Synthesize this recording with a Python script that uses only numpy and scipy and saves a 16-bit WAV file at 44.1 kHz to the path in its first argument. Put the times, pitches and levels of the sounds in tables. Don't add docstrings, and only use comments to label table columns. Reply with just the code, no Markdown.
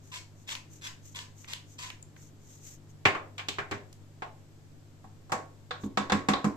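import sys
import numpy as np
from scipy import signal
from scipy.fft import rfft, irfft
from scipy.io import wavfile
from scipy.ndimage import uniform_filter1d

SR = 44100
rng = np.random.default_rng(int(sys.argv[2]) if len(sys.argv) > 2 else 0)


def store_pcm(level_fs):
    pcm = np.round(np.clip(level_fs, -1, 1) * 32767).astype(np.int16)
    wavfile.write(sys.argv[1], SR, np.atleast_2d(pcm).T)


N = 289296
SIZE = 24576
T, HZ = np.arange(SIZE) / SR, np.fft.rfftfreq(SIZE, 1 / SR)

# frequency_hz, t60_s
ROOM_DECAY = [(120, 0.18), (400, 0.6), (1000, 0.33), (2700, 0.29), (7000, 0.27), (14000, 0.22)]
# frequency_hz, correlation
STEREO_LIKENESS = [(30, 0.35), (100, 0.18), (250, 0.81), (600, 0.46), (1300, 0.033), (14000, .1)]
# frequency_hz, gain_db
AIR_EQ = [(10, -4), (28, -16), (50, -20), (80, -13), (160, -13.5), (190, -20.5), (298, -17), (430, -24),
          (900, -31.5), (2500, -38.5), (6000, -40.5), (7800, -38), (9000, -51.5), (14500, -47.5)]
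# pitch_hz, relative_level_db
FRIDGE_PARTIALS = [(100, -53), (149.7, -57.5), (205, -71), (250, -70), (300, -72.5)]
# middle_s, length_s, level_db
SALT_SLIDES = [(2.235, 0.2, -52), (2.525, 0.32, -52), (2.686, 0.23, -44), (2.905, 0.062, -58),
               (5.841, 0.1, -50)]
# frequency_hz, gain_db
SLIDE_EQ = [(500, -31), (2000, -10), (4800, -11), (6400, 5.5), (7800, -1), (9000, -14.5), (11000, -19),
            (13500, -9.5)]
# start_s, end_s, level_db, swell_db, regrip_hiss_db
MILL_TWISTS = [(0.114, 0.179, -41, 3, -55), (0.467, 0.534, -39, 7, -60), (0.808, 0.876, -41.5, 20, -51.5),
               (1.143, 1.228, -44, -11, -48.5), (1.471, 1.535, -42.5, 6, -50), (1.778, 1.9, -43.5, -8, -52)]
# pitch_hz, level_db, t60_s
GRIND_MODES = [(974, -13, 0.1), (1610, -8, 0.068), (2790, -10, .08), (3410, 20, 0.019)]
# frequency_hz, gain_db
GRIND_EQ = [(300, -23), (600, -9.5), (820, -10.5), (1000, 8), (1250, -6.5), (1650, 0), (2300, 2),
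            (3300, -1.5), (4800, -2), (7700, -1.5), (9000, -20.5), (11000, -16.5), (13400, -24),
            (14500, -11)]
# start_s, level_db, pitch_hz
SNAP_HITS = [(.491, -1.5, 3020), (0.552, -1, 2870), (.87, -5, 3730), (1.189, -4.5, 3320),
             (1.444, -13.5, 2240), (1.534, 2.5, 3500), (1.902, -4.5, 2780), (2.164, -18.5, 1810),
             (3.928, -15, 6600)]
# start_s, level_db, treble_db, bass_db, pitch_hz
MILL_KNOCKS = [(3.0531, -8, -2, -4.5, 2380), (3.149, -23.5, -9, -3, 1210), (3.380, -36.5, 13, -14, 3050),
               (3.393, -27, -2.5, -16, 3080), (3.485, -30.5, 19, 5, 3250), (3.584, -21, -5, -5, 1560),
               (3.712, -33.5, 14, 11.5, 1130), (3.72, -26.5, -5, 7, 1860), (4.221, -26, -7, -6.5, 770)]
# frequency_hz, gain_db
MILL_EQ = [(50, -24.5), (100, 4), (200, -2), (400, -2), (550, -3.5), (850, -1), (1200, -4), (1600, -3),
           (2400, -6), (4000, -14), (5500, -20), (7800, -21.5), (9000, -39.5), (14000, -38.5)]
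# pitch_hz, level_db, t60_s
MILL_MODES = [(404, -4, 0.29), (762, -1, 0.094), (1070, -5, 0.29), (1140, 1, 0.12), (1606, -5, 0.16),
              (2270, -3.5, 0.16), (2390, -7.5, .2), (3030, -6, .1), (3420, -12, .13), (4164, -13.5, .1)]
# start_s, level_db, rim_ring_db, counter_thud_db, spot_pitch_hz
MORTAR_BLOWS = [(5.042, -52.5, -5, -49.5, 860), (5.296, -45, -6, -60, 850), (5.3196, -18.5, -4.5, -40, 804),
                (5.7085, -30, 12.5, -66, 1480), (5.835, -47.5, 12.5, -23, 910), (5.973, -18, 5, -23, 1130),
                (6.098, -25, 7, -43, 1550), (6.1205, -16, 1.5, -15.5, 1940),
                (6.286, -15, -0.5, -15.5, 2400), (6.335, -23, 14, -40, 1030),
                (6.4435, -24, -5, -15.5, 1090)]
# frequency_hz, gain_db
WOOD_EQ = [(60, -17), (150, -1.5), (400, -1.5), (620, -0.5), (850, 0.5), (1250, 0.5), (2000, -4),
           (3000, -12.5), (3650, -11), (6000, -15.5), (7800, -14.5), (9000, -31), (14000, -36)]
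# pitch_hz, level_db, t60_s
MORTAR_MODES = [(492, -3.5, 0.15), (753, -1.5, 0.2), (817, -3.5, 0.14), (1033, -6.5, 0.3),
                (1103, -4.5, 0.35), (1143, -2, 0.096), (1297, -9.5, 0.2), (1652, -4.5, 0.11),
                (2266, -18, 0.31), (2400, -20, 0.26), (2687, -12.5, 0.13), (3510, -7, 0.082),
                (3600, -18.5, 0.15), (4000, -10, 0.048)]
# pitch_hz, level_db, t60_s
COUNTER_MODES = [(85.5, -11.5, 0.06), (156, -14, 0.073), (206, -1.5, 0.12), (270.2, -16.5, 0.35),
                 (293.5, -15, 0.28), (368.7, -23, 0.28), (442.5, -18, 0.2)]

CRACK_DB = 29.5


def amp(db):
    return 10 ** (np.asarray(db) / 20)


def pan(left_db):
    return amp([[left_db], [-left_db]])


def unit(x):
    return x / np.sqrt(np.mean(x ** 2) + 1e-20)


def curve(points, hz):
    f, value = np.transpose(points)
    return np.interp(np.log(hz + 1), np.log(f + 1), value)


def shelf(corner_hz):
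    return HZ ** 3 / (HZ ** 3 + corner_hz ** 3)


def bell(hz, db):
    return db / (1 + (3.73 * np.log((HZ + 1) / hz)) ** 2)


def eq(x, gain_db):
    cepstrum = irfft(np.log(amp(gain_db)))
    cepstrum[1:SIZE // 2] *= 2
    cepstrum[SIZE // 2 + 1:] = 0
    impulse = irfft(np.exp(rfft(cepstrum)))[None, :SIZE // 8]
    return signal.fftconvolve(x, impulse, axes=1)[:, :x.shape[1]]


def add(mix, start_s, sound):
    part = mix[:, max(round(start_s * SR), 0):][:, :sound.shape[1]]
    part += sound[:, :part.shape[1]]


def diffuse(size):
    left, other = rfft(rng.standard_normal((2, size)))
    likeness = np.clip(curve(STEREO_LIKENESS, np.fft.rfftfreq(size, 1 / SR)), -1, 1)
    right = likeness * left + np.sqrt(1 - likeness ** 2) * other
    return irfft(np.array([left, right]), size)


def room_tail():
    hz, t, bands = signal.stft(diffuse(SIZE), SR, nperseg=256)
    decay = amp(-60 * t / curve(ROOM_DECAY, hz)[:, None])
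    tail = signal.istft(bands * decay, SR, nperseg=256)[1][:, :SIZE]
    return unit(tail * (1 - np.exp(-T / 0.0087))) / np.sqrt(SIZE)


def contact(clatter_s, room_db, direct_db):
    crack = unit(rng.standard_normal(SIZE) * np.exp(-T / 0.0018))
    direct = np.array([np.pad(crack, (10, 0))[:SIZE], crack])
    echoes = unit(diffuse(SIZE) * np.exp(-T / max(2 * clatter_s, .002)) * (1 - np.exp(-T / 0.0022)))
    burst = (amp(direct_db) * direct + echoes) / np.sqrt(SIZE) + amp(room_db) * room_tail()
    power = uniform_filter1d((abs(rfft(burst)) ** 2).mean(0), size=201)
    return eq(burst, -10 * np.log10(power / power.mean()))


def ring(modes, rise_s, vary_db):
    out = np.zeros((2, SIZE))
    for hz, db, t60_s in modes:
        phase = rng.uniform(0, 2 * np.pi) + hz / 900 * rng.standard_normal((2, 1))
        envelope = amp(db + vary_db * rng.standard_normal() - 60 * T / t60_s)
        out += envelope * np.sin(2 * np.pi * hz * T + phase)
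    return out * (1 - np.exp(-T / rise_s))


def room_air():
    air = eq(diffuse(N), curve(AIR_EQ, HZ))
    above_rumble = signal.sosfilt(signal.butter(4, 350, "high", fs=SR, output="sos"), air)
    return amp(-63.5) * air / above_rumble.std() * pan(.7)


def fridge():
    t, knots = np.arange(N) / SR, np.linspace(0, N / SR, 30)
    hum = np.zeros(N)
    for hz, db in FRIDGE_PARTIALS:
        sway, drift = (np.interp(t, knots, v) for v in rng.standard_normal((2, len(knots))))
        hum += amp(db + 1.4 * sway) * np.sqrt(2) * np.sin(2 * np.pi * hz * t + .2 * drift)
    return amp(-3.0) * hum * pan(.7)


def sliding_salt():
    lead_s, regrip_s = 0.057, .16
    regrips = [(start_s - lead_s, regrip_s, db) for start_s, *_, db in MILL_TWISTS]
    hiss = np.zeros((2, N))
    for middle_s, length_s, db in regrips + SALT_SLIDES:
        size = max(round(length_s * SR), 64)
        add(hiss, middle_s - length_s / 2, amp(db) * np.hanning(size) * rng.standard_normal((2, size)))
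    clumps = amp(2.2 * unit(uniform_filter1d(rng.standard_normal(N), size=500)))
    return eq(hiss * clumps, curve(SLIDE_EQ, HZ)) * pan(1)


def mill_grind():
    grains_per_s, spread_db = 1400, 4
    out = np.zeros((2, N))
    for start_s, end_s, db, swell_db, _ in MILL_TWISTS:
        ramp = np.linspace(-.5, .5, max(round((end_s - start_s) * SR), 2))
        breaks = rng.random(SIZE) < grains_per_s / SR
        strength = amp(spread_db * np.minimum(rng.exponential(1, SIZE), 4.2))
        grains = (breaks * strength * rng.choice([-1, 1], SIZE))[:len(ramp)]
        shower = unit(grains) * amp(db + swell_db * ramp) * signal.windows.tukey(len(ramp), .15)
        crack = contact(0.0032, room_db=0.95, direct_db=0.5)
        body = amp(-39.5) * ring(GRIND_MODES, rise_s=0.00044, vary_db=0.92)
        add(out, start_s, signal.fftconvolve(shower[None], crack + body, axes=1))
    return eq(out, curve(GRIND_EQ, HZ)) * pan(.7)


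def tick(db, hz, q):
    resonance_db = -10 * np.log10(1 + (q * ((HZ + 1) / hz - hz / (HZ + 1))) ** 2)
    return eq(contact(0.00096, room_db=-5.5, direct_db=0.25), db + resonance_db - 12 * shelf(4450))


def snaps():
    out = np.zeros((2, N))
    for start_s, db, hz in SNAP_HITS:
        add(out, start_s, tick(db, hz, q=1.8))
    add(out, 2.026, tick(db=4.5, hz=7260, q=44))
    return out


def mill_knocks():
    out = np.zeros((2, N))
    for start_s, db, treble_db, bass_db, hz in MILL_KNOCKS:
        clatter_s = 0.0058 * 2 ** (-treble_db / 17.5)
        tone_db = treble_db * shelf(2800) + bass_db * (1 - shelf(490)) + bell(hz, db=7)
        crack = eq(contact(clatter_s, room_db=-4.5, direct_db=-6.5), curve(MILL_EQ, HZ) + CRACK_DB)
        body = amp(-15.5) * ring(MILL_MODES, rise_s=0.0013, vary_db=2)
        add(out, start_s, amp(db) * eq(crack + body, tone_db))
    return out


def counter_thud(db):
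    push = eq(contact(0.016, room_db=-0.5, direct_db=-1.2), 7 + 20 * shelf(40) - 50 * shelf(760))
    return amp(db) * (ring(COUNTER_MODES, rise_s=0.0052, vary_db=1.0) + push) * pan(-1.2)


def mortar_and_pestle():
    rim_hz, full_blow_db = 3770, -18
    wall_echo_s, wall_echo_db = .0195, -2
    out = np.zeros((2, N))
    for start_s, db, rim_db, thud_db, spot_hz in MORTAR_BLOWS:
        clatter_s = 0.0042 * 2 ** (-rim_db / 17)
        crunch_db = -0.74 * rim_db
        spot_db = 3 + 0.35 * (full_blow_db - db)
        tone_db = crunch_db * shelf(5900) + bell(rim_hz, rim_db) + bell(spot_hz, spot_db)
        crack = eq(contact(clatter_s, room_db=-4, direct_db=-6.0), curve(WOOD_EQ, HZ) + CRACK_DB)
        bowl = amp(-11.5) * ring(MORTAR_MODES, rise_s=0.00016, vary_db=1.9)
        add(out, start_s, amp(db) * eq(crack + bowl, tone_db) * pan(-.4))
        thud = counter_thud(thud_db)
        add(out, start_s, thud)
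        add(out, start_s + wall_echo_s, amp(wall_echo_db) * thud)
    return out


def scene():
    action = mill_grind() + snaps() + sliding_salt() + mill_knocks() + mortar_and_pestle()
    return action + room_air() + fridge()


def record(dry):
    high_cut = signal.firwin(511, 14350, window=("kaiser", 9), fs=SR)
    return signal.oaconvolve(dry, high_cut[None], "same")


dry = scene()
out = record(dry)
store_pcm(out)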